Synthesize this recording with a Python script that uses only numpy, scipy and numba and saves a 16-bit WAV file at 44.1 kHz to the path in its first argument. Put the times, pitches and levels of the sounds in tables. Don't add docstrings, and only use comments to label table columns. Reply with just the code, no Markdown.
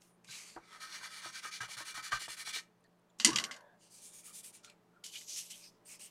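import sys
import numpy as np
from scipy import signal
from scipy.fft import rfft, irfft
from scipy.io import wavfile
from scipy.ndimage import uniform_filter1d, map_coordinates
from numba import njit

SR = 44100
rng = np.random.default_rng(int(sys.argv[2]) if len(sys.argv) > 2 else 0)


def materialize(psi):
    bounded = np.clip(np.atleast_2d(psi).T, -1, 1)
    quanta = np.round(bounded * 32767).astype(np.int16)
    wavfile.write(sys.argv[1], SR, quanta)


def boost_factor(decibels):
    exponent = np.asarray(decibels, float) / 20
    return 10 ** exponent


N = 269186


def unit(x):
    return x / np.sqrt(np.mean(x ** 2))


def band(x, lo, hi):
    return signal.sosfilt(signal.butter(3, [lo, hi], "band", fs=SR, output="sos"), x)


def body(spectrum, peaks=(), lift_db=8.):
    f = np.arange(1, 4098) * SR / 8194
    hz, db = np.transpose(spectrum)
    power = 1 + sum(boost_factor(gain + lift_db) ** 2 / (1 + (2 * (f - centre) / width) ** 2)
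                    for centre, width, gain in peaks)
    colour = boost_factor(np.interp(np.log(f), np.log(hz), db))
    cepstrum = irfft(np.log(colour * np.sqrt(power)))
    cepstrum[1:4096] *= 2
    cepstrum[4097:] = 0
    return irfft(np.exp(rfft(cepstrum)))


def through(x, response):
    return signal.oaconvolve(x, response)[:N]


@njit
def svf(x, hz, q):
    y, bandpass, lowpass = np.empty(len(x)), 0., 0.
    for i in range(len(x)):
        g = np.tan(np.pi * hz[i] / SR)
        v = (bandpass + g * (x[i] - lowpass)) / (1 + g * (g + 1 / q))
        bandpass, lowpass, y[i] = 2 * v - bandpass, lowpass + 2 * g * v, v / q
    return y


def walk(rate):
    hold = int(SR / rate)
    levels = np.repeat(rng.standard_normal(N // hold + 1), hold)
    return 1.3 * uniform_filter1d(uniform_filter1d(levels, hold), hold)[:N]


def wander(x, spread_db, rate, width_hz):
    f, t, z = signal.stft(x, SR, nperseg=512)
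    field = rng.standard_normal((200, 200))
    where = np.meshgrid(f / max(width_hz, 150), t * min(rate, 30), indexing="ij")
    patch = map_coordinates(field, where, order=1)
    return signal.istft(z * boost_factor(spread_db * patch), SR)[1][:N]


def swell(s, length):
    i = np.arange(int(s * SR), min(int((s + length) * SR), N))
    return i, np.abs(np.sin(np.pi * (i / SR - s) / length))


def grit(spread_db, patchy_db):
    sizes = boost_factor(spread_db * np.minimum(rng.exponential(size=N), 6))
    slips = rng.standard_normal(N) * sizes
    return unit(slips * boost_factor(patchy_db * (walk(60) + walk(250))))


def strokes(table, soft):
    t, power = np.arange(N) / SR, np.zeros((3, N))
    sheen_bite = 0.28
    for s, length, top, db, press_db, sheen_db in table:
        i = swell(s, length)[0]
        u, top = np.clip((t[i] - s) / length, 0, 1), np.clip(top, .03, .95)
        speed = np.sin(np.pi / 2 * np.where(u < top, u / top, (1 - u) / (1 - top)))
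        levels = boost_factor(db + np.array([press_db, 0, sheen_db]))
        power[:, i] += np.outer(levels, speed ** soft) ** 2 * speed ** np.array([[0], [0], [sheen_bite]])
    return np.sqrt(power)


def rub(tooth, response, low, mid, high):
    steady, out = through(tooth, response), 0
    for gain, lo, hi in ((low, 500, 2550), (mid, 2550, 7250), (high, 7250, 17000)):
        out = out + band(through(tooth * gain, response), lo, hi) / np.std(band(steady, lo, hi))
    return out


def resonant_swells(table, q, skirt_q):
    tooth, out = grit(2.3, 0.79), np.zeros(N)
    for s, length, hz, db in table:
        i, shape = swell(s, length)
        centre = np.full(len(i), 1. * hz)
        tone = unit(svf(svf(tooth[i], centre, 1. * q), centre, 1. * skirt_q))
        out[i] += boost_factor(db) * np.sqrt(shape) * tone
    return out


def struck(events, modes, push_s):
    out, t = np.zeros(N + SR), np.arange(SR // 6) / SR
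    for s, db in events:
        ring = 0
        for (hz, gain, t60), m in zip(modes, rng.standard_normal((len(modes), 2))):
            tone = np.sin(2 * np.pi * hz * (1 + 0.039 * m[1]) * t)
            ring = ring + boost_factor(gain + 5.5 * m[0]) * tone * 1000. ** (-t / t60)
        ring = ring * (1 - np.exp(-t / push_s))
        out[int(s * SR):int(s * SR) + len(t)] += boost_factor(db) * ring / np.abs(ring).max()
    return out[:N]


def bursts(events):
    shape, t = np.zeros(N + SR), np.arange(SR // 2) / SR
    for s, db, t60 in events:
        shape[int(s * SR):int(s * SR) + len(t)] += boost_factor(db) * 1000. ** (-t / max(t60, .003))
    return shape[:N] * rng.standard_normal(N)


# (frequency [Hz], level [dB])
RUMBLE = [(15, -11), (60, -17), (100, -27), (145, -13)]
# (frequency [Hz], level [dB])
HUSH = [(140, -30), (230, -6), (265, -6.5), (444, -5), (502, -8), (902, -8), (1290, -12), (1380, -15),
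        (1870, -17), (2190, -20), (5000, -27), (16000, -35)]
# (frequency [Hz], width [Hz], level [dB])
FAN = [(115, 6.8, 5), (177, 6, -3), (214, 11, -3), (342, 27, -9.5), (440, 10, -5.5), (598, 3.9, 1)]
# (frequency [Hz], peak level [dB])
MOTOR = [(175.8, -73), (122, -81)]


def hush():
    air = through(rng.standard_normal(N), body(RUMBLE + HUSH[1:], FAN, lift_db=12.0))
    t, motor = np.arange(N) / SR, 0
    for hz, db in MOTOR:
        level = boost_factor(db + 1.0 * walk(11))
        motor = motor + level * np.sin(2 * np.pi * hz * t + 0.3 * walk(8.))
    return boost_factor(-71.5 + 0.5 + 0.58 * walk(2.3)) * unit(air) + motor


# (start [s], duration [s], share to top speed [-], level [dB], pressure [dB])
DRAGS = [(0.0, 0.15, 0.12, -72, -9), (0.236, 0.055, 0.25, -70, 0.5), (0.255, 0.27, 0.27, -53.5, -3.5),
         (0.358, 0.27, 0.37, -60, -1.5), (2.568, 0.1, 0.17, -65, -2), (3.18, 0.022, 0.56, -67, -10),
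         (5.036, 0.1, 0.056, -49.5, -20), (5.098, 0.19, 0.26, -51, -37), (5.257, 0.14, 0.35, -48.5, -20),
         (5.318, 0.14, 0.45, -44.5, -20.5), (5.401, 0.13, 0.35, -56, -24), (5.494, 0.048, 0.36, -48.5, -19),
         (5.47, 0.26, 0.27, -57.5, -17), (5.639, 0.16, 0.15, -77, -14.5), (5.844, 0.15, 0.54, -56, -7),
         (5.986, 0.13, 0.2, -55, -11)]
# (frequency [Hz], level [dB])
SHEET = [(530, -43.5), (900, -19), (1040, -16), (1600, -16.5), (2220, -6.5), (3000, -2.5), (3680, -4.5),
         (6250, 2.5), (6800, 0), (11700, -11.5), (16000, -31.5)]


def sheet():
    sheen_db = -2.5
    gains = strokes([(*row, sheen_db) for row in DRAGS], soft=1.75)
    return wander(rub(grit(2.3, 0.79), body(SHEET), *gains), 1.9, 7.8, 590.0)


# (start [s], duration [s], frequency [Hz], level
# [dB])
NARROW_SWELLS = [(0, 0.17, 9500, -77.5), (2.837, 0.028, 1780, -72), (2.838, 0.032, 4370, -79),
                 (2.803, 0.01, 9200, -82), (2.99, 0.01, 9300, -83), (3.096, 0.014, 6980, -78),
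                 (3.096, 0.016, 3500, -78), (3.595, 0.16, 3500, -85), (3.53, .035, 600, -60),
                 (3.575, .12, 590, -68), (3.44, .09, 1450, -56), (3.5, .12, 1600, -62), (3.6, 0.17, 1650, -70),
                 (3.56, .12, 1000, -66), (3.33, .03, 1150, -50), (3.68, .08, 700, -72),
                 (4.272, 0.054, 1270, -67.5), (3.8, .1, 2920, -76.5), (4.1, .4, 2360, -76),
                 (5.02, .035, 1400, -73), (4.633, 0.063, 1390, -64.5), (4.927, 0.084, 1377, -71),
                 (3.79, .06, 6800, -76), (4.01, .07, 6300, -66), (4.02, .08, 9700, -67), (4.13, .08, 9300, -64),
                 (4.24, .07, 9400, -63), (4.345, .065, 9300, -59), (4.33, .05, 5000, -66), (4.435, .06, 9200, -63),
                 (4.66, .06, 4200, -70), (4.693, .013, 2600, -62), (4.643, .014, 6700, -60)]
# (start [s], duration [s], frequency [Hz], level [dB])
SHEENS = [(0, .12, 13000, -82), (4.13, .09, 14000, -74), (4.24, .075, 14000, -72), (4.34, .075, 14000, -70),
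          (4.44, .065, 14000, -70.5), (4.535, .045, 14000, -78), (5.5, .16, 12000, -75),
          (5.86, 0.11, 13000, -68), (5.99, 0.11, 12900, -69), (3.186, .013, 6500, -58),
          (3.604, .012, 11000, -79), (3.561, .012, 11000, -77)]


def noise_swells():
    return resonant_swells(NARROW_SWELLS, q=8., skirt_q=8.) + resonant_swells(SHEENS, q=2.7, skirt_q=.6)


# (time [s], peak level [dB])
TICKS = [(0.019, -33), (0.2456, -32.5), (1.4344, -34), (1.5275, -28), (1.6067, -30), (1.946, -28),
         (2.2837, -28), (2.8404, -45), (3.1024, -62), (4.4444, -29), (4.6462, -24.5), (4.681, -39),
         (4.6986, -30), (5.0404, -23), (5.0604, -25), (5.1397, -41), (5.215, -29.5), (5.2949, -38),
         (5.3194, -30), (5.362, -26), (5.3915, -24), (5.503, -27), (5.6406, -32), (5.8576, -38),
         (5.9958, -31)]


def creases():
    return band(bursts([(s, db - 19.0, 0.024) for s, db in TICKS]), 1600, 9000)


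# (start [s], duration [s], frequency [Hz], level [dB])
BUCKLES = [(0.267, 0.32, 4530, -61.5), (0.269, 0.14, 4000, -56), (5.049, 0.66, 11600, -68.5),
           (5.04, 0.066, 3070, -63), (5.13, 0.06, 3100, -51.5), (5.135, 0.046, 2500, -56.5),
           (5.278, 0.142, 5900, -49), (5.28, 0.07, 4700, -58.5), (5.35, 0.074, 4300, -57),
           (5.495, 0.035, 5700, -55), (5.501, 0.051, 3020, -58.5), (5.605, 0.075, 2550, -66),
           (5.618, 0.085, 5200, -59), (5.72, 0.07, 5070, -82), (5.849, 0.12, 8600, -57.5),
           (5.856, 0.14, 5080, -65.5), (5.99, 0.11, 2950, -64.5), (5.989, 0.089, 8500, -54.5),
           (5.87, 0.11, 2760, -75), (5.995, 0.084, 5060, -67), (5.625, .04, 4650, -64),
           (5.24, .05, 6300, -59), (5.3, .04, 4700, -58), (5.525, 0.04, 3250, -61), (5.36, .07, 3150, -56),
           (5.28, .05, 6400, -56), (5.355, .06, 6450, -54), (5.4, .06, 2140, -71), (5.56, .14, 8240, -66)]


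def buckles():
    return resonant_swells(BUCKLES, q=9., skirt_q=.6)


# (time [s], peak level [dB], thump [dB], ring [dB])
BUMPS = [(0.288, -62.5, 3, 20), (0.563, -38, -23, -7), (1.011, -54, -17.5, 18), (0.574, -46, -23, -14),
         (1.257, -44, -18.5, -2), (1.451, -48.5, -32, 22), (1.606, -56, 4, 33), (1.631, -48, -20, 5),
         (1.687, -53, -13, -6), (1.769, -63.5, 5.5, 30), (1.805, -43.5, -19, 2), (1.936, -65, 0, 12),
         (1.977, -45, -19, 12), (2.12, -48.5, -37, 32.5), (2.128, -36.5, -10, 21.5),
         (2.213, -49.5, -24.5, -15), (2.28, -43, -18, 2), (2.379, -67.5, -13, -3), (2.473, -45.5, -18, 3),
         (2.56, -46, -30, -5)]
# (frequency [Hz], level [dB], t60 [s])
BUMP_MODES = [(335, -10, 0.08), (435, -12.5, 0.071), (697, -13, 0.057), (881, -7, 0.063), (1057, -6, 0.062)]
# (frequency [Hz], level [dB], t60 [s])
RING_MODES = [(1282, -2, 0.075), (1546, 0, 0.088), (1820, -7, 0.031), (2910, -2, 0.018)]
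# (frequency [Hz], level [dB], t60 [s])
THUMP_MODES = [(40, -6, 0.12), (128.3, 10, 0.093)]


def bumps():
    knock = struck([(s, db - 3.0) for s, db, _, _ in BUMPS], BUMP_MODES, push_s=0.00091)
    crunch = band(bursts([(s, db + 8.0, .065) for s, db, _, _ in BUMPS]), 550, 1490)
    thump = struck([(s, db + rel) for s, db, rel, _ in BUMPS], THUMP_MODES, push_s=0.011)
    ring = struck([(s, db + rel - 9) for s, db, _, rel in BUMPS], RING_MODES, push_s=0.00034)
    return knock + crunch + thump + ring


# (start [s], share to top speed [-], level [dB], pressure [dB])
STROKES = [(0.561, 0.62, -73, 5.5), (0.631, 0.59, -64, 1), (0.695, 0.28, -58, 2), (0.795, 0.2, -50, -4.5),
           (0.876, 0.5, -49, -4.5), (0.998, 0.5, -49.5, -1), (1.075, 0.67, -50, -6),
           (1.203, 0.42, -48.5, -1.5), (1.313, 0.57, -47.5, -7.5), (1.411, 0.51, -48, -3),
           (1.505, 0.34, -45.5, -12.5), (1.601, 0.2, -45, 0), (1.673, 0.52, -47.5, -8),
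           (1.763, 0.3, -46, -1), (1.842, 0.34, -47.5, -3.7), (1.938, 0.22, -44.5, -1),
           (2.019, 0.36, -45, -6), (2.107, 0.36, -40.5, -1.5), (2.186, 0.34, -45, -14),
           (2.278, 0.27, -45.5, -9.5), (2.361, 0.45, -45.5, -6), (2.442, 0.58, -43, -11),
           (2.522, 0.35, -39.5, -11.5)]
# (frequency [Hz], level [dB])
STICK = [(290, -36), (500, -16), (1030, -1.5), (1260, -5), (2130, -9), (2360, -1), (2570, -12), (4400, -14),
         (9220, -17), (16000, -37)]
# (frequency [Hz], width [Hz], level [dB])
DESK = [(1287, 30, 5), (1558, 100, 1), (1837, 43, 3), (2028, 44, -3.5), (2357, 46, -14), (2910, 62, -8),
        (3370, 150, -12), (3500, 16, -7), (4385, 520, -8), (5700, 400, -10.5), (6550, 160, -10.5),
        (9660, 500, -15)]


def pastel():
    s, top, db, press_db = np.transpose(STROKES)
    lift_s = 2.609
    length = np.diff(s, append=lift_s) + np.interp(s, [s[0], 1.41], [0.042, 0.004])
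    age = s - s[0]
    sheen_db = np.minimum(-10.5 + 12 * age, -59 + 5.5 * age - db)
    gains = strokes(zip(s, length, top, db, press_db, sheen_db), soft=1.0)
    tooth = grit(2.5, 0.81)
    rubbed = wander(rub(tooth, body(STICK, DESK, lift_db=16.5), *gains), 2.6, 14., 249.6)
    note_hz, note_q = 2355, 45.
    note = svf(tooth * gains[1], np.full(N, 1. * note_hz), note_q) * np.sqrt(SR * note_q / note_hz / np.pi)
    return rubbed + boost_factor(-13) * note


# (start [s], duration [s], frequency [Hz], level [dB])
EDGES = [(.8, .07, 4400, -60), (.89, .09, 4400, -56), (.93, .05, 1800, -56), (1.02, .05, 1250, -57),
         (1.11, .08, 4500, -57), (1.23, .07, 3500, -58), (1.335, .065, 4400, -57), (1.425, .05, 1280, -54),
         (1.512, .07, 4400, -52), (1.6, .05, 1500, -49), (1.6, .04, 3500, -56), (1.69, .06, 4400, -56),
         (1.77, .06, 1400, -55), (1.86, .06, 4300, -57), (1.95, .06, 3300, -57), (2.04, .05, 4400, -57),
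         (2.115, .04, 1450, -46), (2.2, .06, 4350, -55), (2.29, .06, 4300, -56), (2.38, .05, 4300, -57),
         (2.46, .05, 4500, -55), (2.535, .05, 4050, -51)]


def stick_edge():
    return resonant_swells(EDGES, q=6., skirt_q=.6)


# (time [s], peak level [dB], crack t60 [s], bright [dB], dull [dB])
DROPS = [(3.1992, -23.5, 0.18, -29.5, -20), (3.247, -9, 0.1, -5.5, -21), (3.258, -30, 0.11, -6.5, -24),
         (3.272, -24, 0.09, -18, -18), (3.289, -30, 0.05, -19.5, -22), (3.3039, -33, 0.11, -22, -8),
         (3.3308, -33, 0.16, -15.5, -6), (3.3589, -15.5, 0.073, -25.5, -28.5),
         (3.373, -30, 0.048, -27, -11), (3.3848, -19, 0.05, -20, -26), (3.398, -30, 0.15, -19, -7),
         (3.4393, -21, 0.046, -25, -37), (3.449, -36, .06, -20, -20), (3.5107, -37.5, 0.1, -26, -4.5),
         (3.515, -40, .06, -20, -10), (3.523, -43, 0.13, -20, -10), (3.541, -46, 0.11, -30, -8),
         (3.5634, -47.5, 0.09, -12, -5.5), (3.607, -58, 0.04, -14, -15)]
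# (frequency [Hz], level [dB])
CLACK = [(350, -56), (600, -26), (1220, -6), (1380, -8), (1920, -4), (3210, -1), (3960, -2), (8260, -7),
         (12700, -31.5), (16500, -51)]
# (frequency [Hz], width [Hz], level [dB])
BOX = [(2048, 74, -1), (2888, 200, -3), (3110, 95, -7), (4510, 210, -7), (4730, 520, -5.5),
       (5820, 400, -3.5), (6830, 820, -7)]


def bounces():
    tray = body(CLACK, BOX, lift_db=10.5)
    blows = [(s, db - 13.0, t60) for s, db, t60, _, _ in DROPS]
    blows += [(s + 0.00049, db - 9.5, .015) for s, db, *_ in DROPS]
    crack = through(bursts(blows), tray / np.linalg.norm(tray))
    bright = band(bursts([(s, db + rel, 0.86 * t60) for s, db, t60, rel, _ in DROPS]), 5000, 9800)
    dull = band(bursts([(s, db + rel + 9.5, 0.28 * t60) for s, db, t60, _, rel in DROPS]), 1050, 2000)
    return crack + bright + dull


def shaken(level_db, slope, rise_s, t60):
    power, top_db = np.zeros(N), max(row[1] for row in DROPS)
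    for s, db, *_ in DROPS:
        i = np.arange(int(s * SR), int(s * SR) + SR // 2)
        age = i / SR - s + 1 / SR
        build = 1 - np.exp(-age / rise_s) if rise_s else 1
        power[i] += (boost_factor(slope * (db - top_db)) * build ** 2 * 1000. ** (-age / t60)) ** 2
    return boost_factor(level_db) * np.sqrt(power / power.max())


def jolted_box():
    hollow_hz = 1133 - 160 * np.exp(-((np.arange(N) / SR - 3.29) / 0.031) ** 2)
    jolt = rng.standard_normal((5, N))
    tray = unit(wander(band(jolt[0], 1400, 1850), 3.4, 6.3, 140.0))
    hollow = unit(svf(svf(jolt[1], hollow_hz, 16.), hollow_hz, 8.))
    rattle = unit(band(jolt[2], 400, 930))
    top = unit(band(band(jolt[3], 150, 420), 130, 600))
    fizz = unit(band(jolt[4], 8500, 12700) + boost_factor(-19) * band(jolt[4], 13000, 16400))
    out = shaken(level_db=-49, slope=0.8, rise_s=0.004, t60=0.45) * tray
    out += shaken(level_db=-43, slope=1.7, rise_s=0.045, t60=0.37) * hollow
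    out += shaken(level_db=-53.5, slope=0.6, rise_s=0, t60=0.7) * rattle
    out += shaken(level_db=-47, slope=1.8, rise_s=0.06, t60=0.25) * top
    return out + shaken(level_db=-50, slope=.7, rise_s=.001, t60=.16) * fizz


# (time [s], frequency [Hz], peak level [dB], t60 [s])
PINGS = [(3.2, 2910, -33, .03), (3.225, 2900, -48, .08), (3.2471, 4800, -18, .012),
         (3.2472, 7190, -15.5, 0.019), (3.2471, 2815, -24, 0.016), (3.249, 3160, -32, .05),
         (3.249, 4560, -31, .09), (3.273, 5800, -25, .03), (3.274, 4500, -27, .03), (3.289, 5100, -31, .02),
         (3.331, 5700, -36, .03), (3.331, 3900, -38, .03), (3.385, 4500, -30, .02),
         (3.386, 3000, -31, .025), (3.399, 4500, -36, .02), (3.6075, 4300, -60, .02),
         (3.5645, 6800, -52, .02), (3.359, 2740, -30, .02), (3.359, 5900, -27, .018),
         (3.369, 3250, -30, .035), (3.385, 1980, -32, .025), (3.4391, 2126, -33, .03),
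         (3.4402, 4570, -30, .02), (3.4405, 6300, -27, .015), (3.4393, 2730, -36.5, .03),
         (3.511, 2070, -43, .1), (3.511, 3250, -50, .04), (3.515, 5010, -49, 0.053),
         (3.524, 2200, -50, .06), (5.0404, 3100, -43, .03), (5.0424, 2200, -52, 0.017),
         (5.0602, 2980, -41, .025), (5.0612, 6300, -46, .03), (5.075, 3000, -53, 0.027),
         (5.088, 3000, -49, .03), (5.1, 3050, -48, .03), (5.1166, 3000, -50, .04), (5.156, 2950, -36, .04),
         (5.16, 2400, -48, .04), (5.212, 2050, -54, .025), (5.212, 3000, -51, .03),
         (5.2952, 6100, -39, .04), (5.6399, 4900, -48, .04)]


def pings():
    out, wobble = np.zeros(N), boost_factor(2.5 * walk(400))
    for s, hz, db, t60 in PINGS:
        i = np.arange(int(s * SR), int(s * SR) + SR // 5)
        age = i / SR - s
        envelope = 1000. ** (-age / max(t60, .004)) * (1 - np.exp(-age / 0.00046))
        out[i] += boost_factor(db) * np.sin(2 * np.pi * hz * age) * envelope
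    return out * wobble


# (start [s], duration [s], frequency [Hz], peak level [dB])
BOOMS = [(3.202, 0.022, 220, -51), (3.243, 0.036, 225, -34.5), (3.26, 0.02, 305, -33),
         (3.275, 0.034, 318, -30), (3.265, 0.05, 420, -46), (3.23, 0.11, 42, -64), (3.24, .1, 72, -66),
         (3.33, .12, 50, -75), (3.3, .065, 135, -47), (3.245, .05, 145, -52), (3.36, .045, 135, -52),
         (3.385, .04, 255, -54), (3.5, .03, 140, -70), (3.35, 0.032, 203, -45), (3.362, 0.024, 120, -64),
         (3.44, 0.032, 206, -55), (3.505, 0.04, 255, -60)]


def booms():
    out = np.zeros(N)
    for s, length, hz, db in BOOMS:
        i, shape = swell(s, length)
        out[i] += boost_factor(db) * shape * np.sin(2 * np.pi * hz * (i / SR - s))
    return out


# (start [s], duration [s], share to top speed [-], level [dB], pressure [dB])
SMUDGE = [
    (3.782, 0.14, 0.45, -68, -17.5),
    (3.891, 0.157, .39, -61.5, -15),
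    (3.992, 0.15, .39, -59.5, -12.5),
    (4.108, 0.14, 0.38, -59.5, -11.5),
    (4.227, 0.13, 0.27, -58.5, -6),
    (4.316, 0.115, 0.48, -54.5, -12),
    (4.423, 0.1, .25, -57, -10.5),
    (4.521, 0.072, 0.42, -60.5, -7.5),
    (4.57, 0.062, .2, -70, -2),
]
# (start [s], duration [s], level [dB], pressure [dB])
FLICK = [
    (4.625, 0.064, -59.5, -14),
    (4.647, 0.1, -69.5, 1.5),
]
# (frequency [Hz], level [dB])
FINGER = [(530, -55), (900, -25), (1500, -18.5), (2500, -13), (3500, -4.5), (6000, -3), (9600, -7.5),
          (11000, -12), (16000, -26.5)]
# (frequency [Hz], width [Hz], level [dB])
FINGER_RINGS = [(2350, 55, 2), (1850, 43, -13), (4660, 180, -8), (6370, 133, -7), (8850, 350, -3),
                (9730, 400, -4)]


def finger():
    rows = []
    for s, length, top, db, press_db in SMUDGE:
        rows.append((s, length, top, db, press_db, 4.5 + 0.9 * min(db + 58., 0)))
    for s, length, db, press_db in FLICK:
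        rows.append((s, length, 0.39, db, press_db, -7.5))
    gains = strokes(rows, soft=1.14)
    hiss = rub(grit(1.8, 0.69), body(FINGER, FINGER_RINGS, lift_db=5.0), *gains)
    return wander(hiss, 2.6, 11., 600.)


def room(desk):
    t = np.arange(SR // 2) / SR
    air = rng.standard_normal(len(t)) * (t > .006)
    dull = signal.lfilter(*signal.butter(2, 2600, fs=SR), air)
    tail = dull * 1000. ** (-t / 0.25) + boost_factor(-2) * (air - dull) * 1000. ** (-t / .19)
    return boost_factor(-15) * through(desk, tail / np.linalg.norm(tail))


def scene():
    desk = sheet() + noise_swells() + creases() + buckles() + bumps() + pastel() + stick_edge()
    desk += bounces() + jolted_box() + pings() + booms() + finger()
    return (desk + room(desk) + hush())[None]


def top_cut(x):
    return signal.sosfilt(signal.butter(12, 15800, fs=SR, output="sos"), x)


def record(dry):
    return top_cut(dry)


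dry = scene()
out = record(dry)
materialize(out)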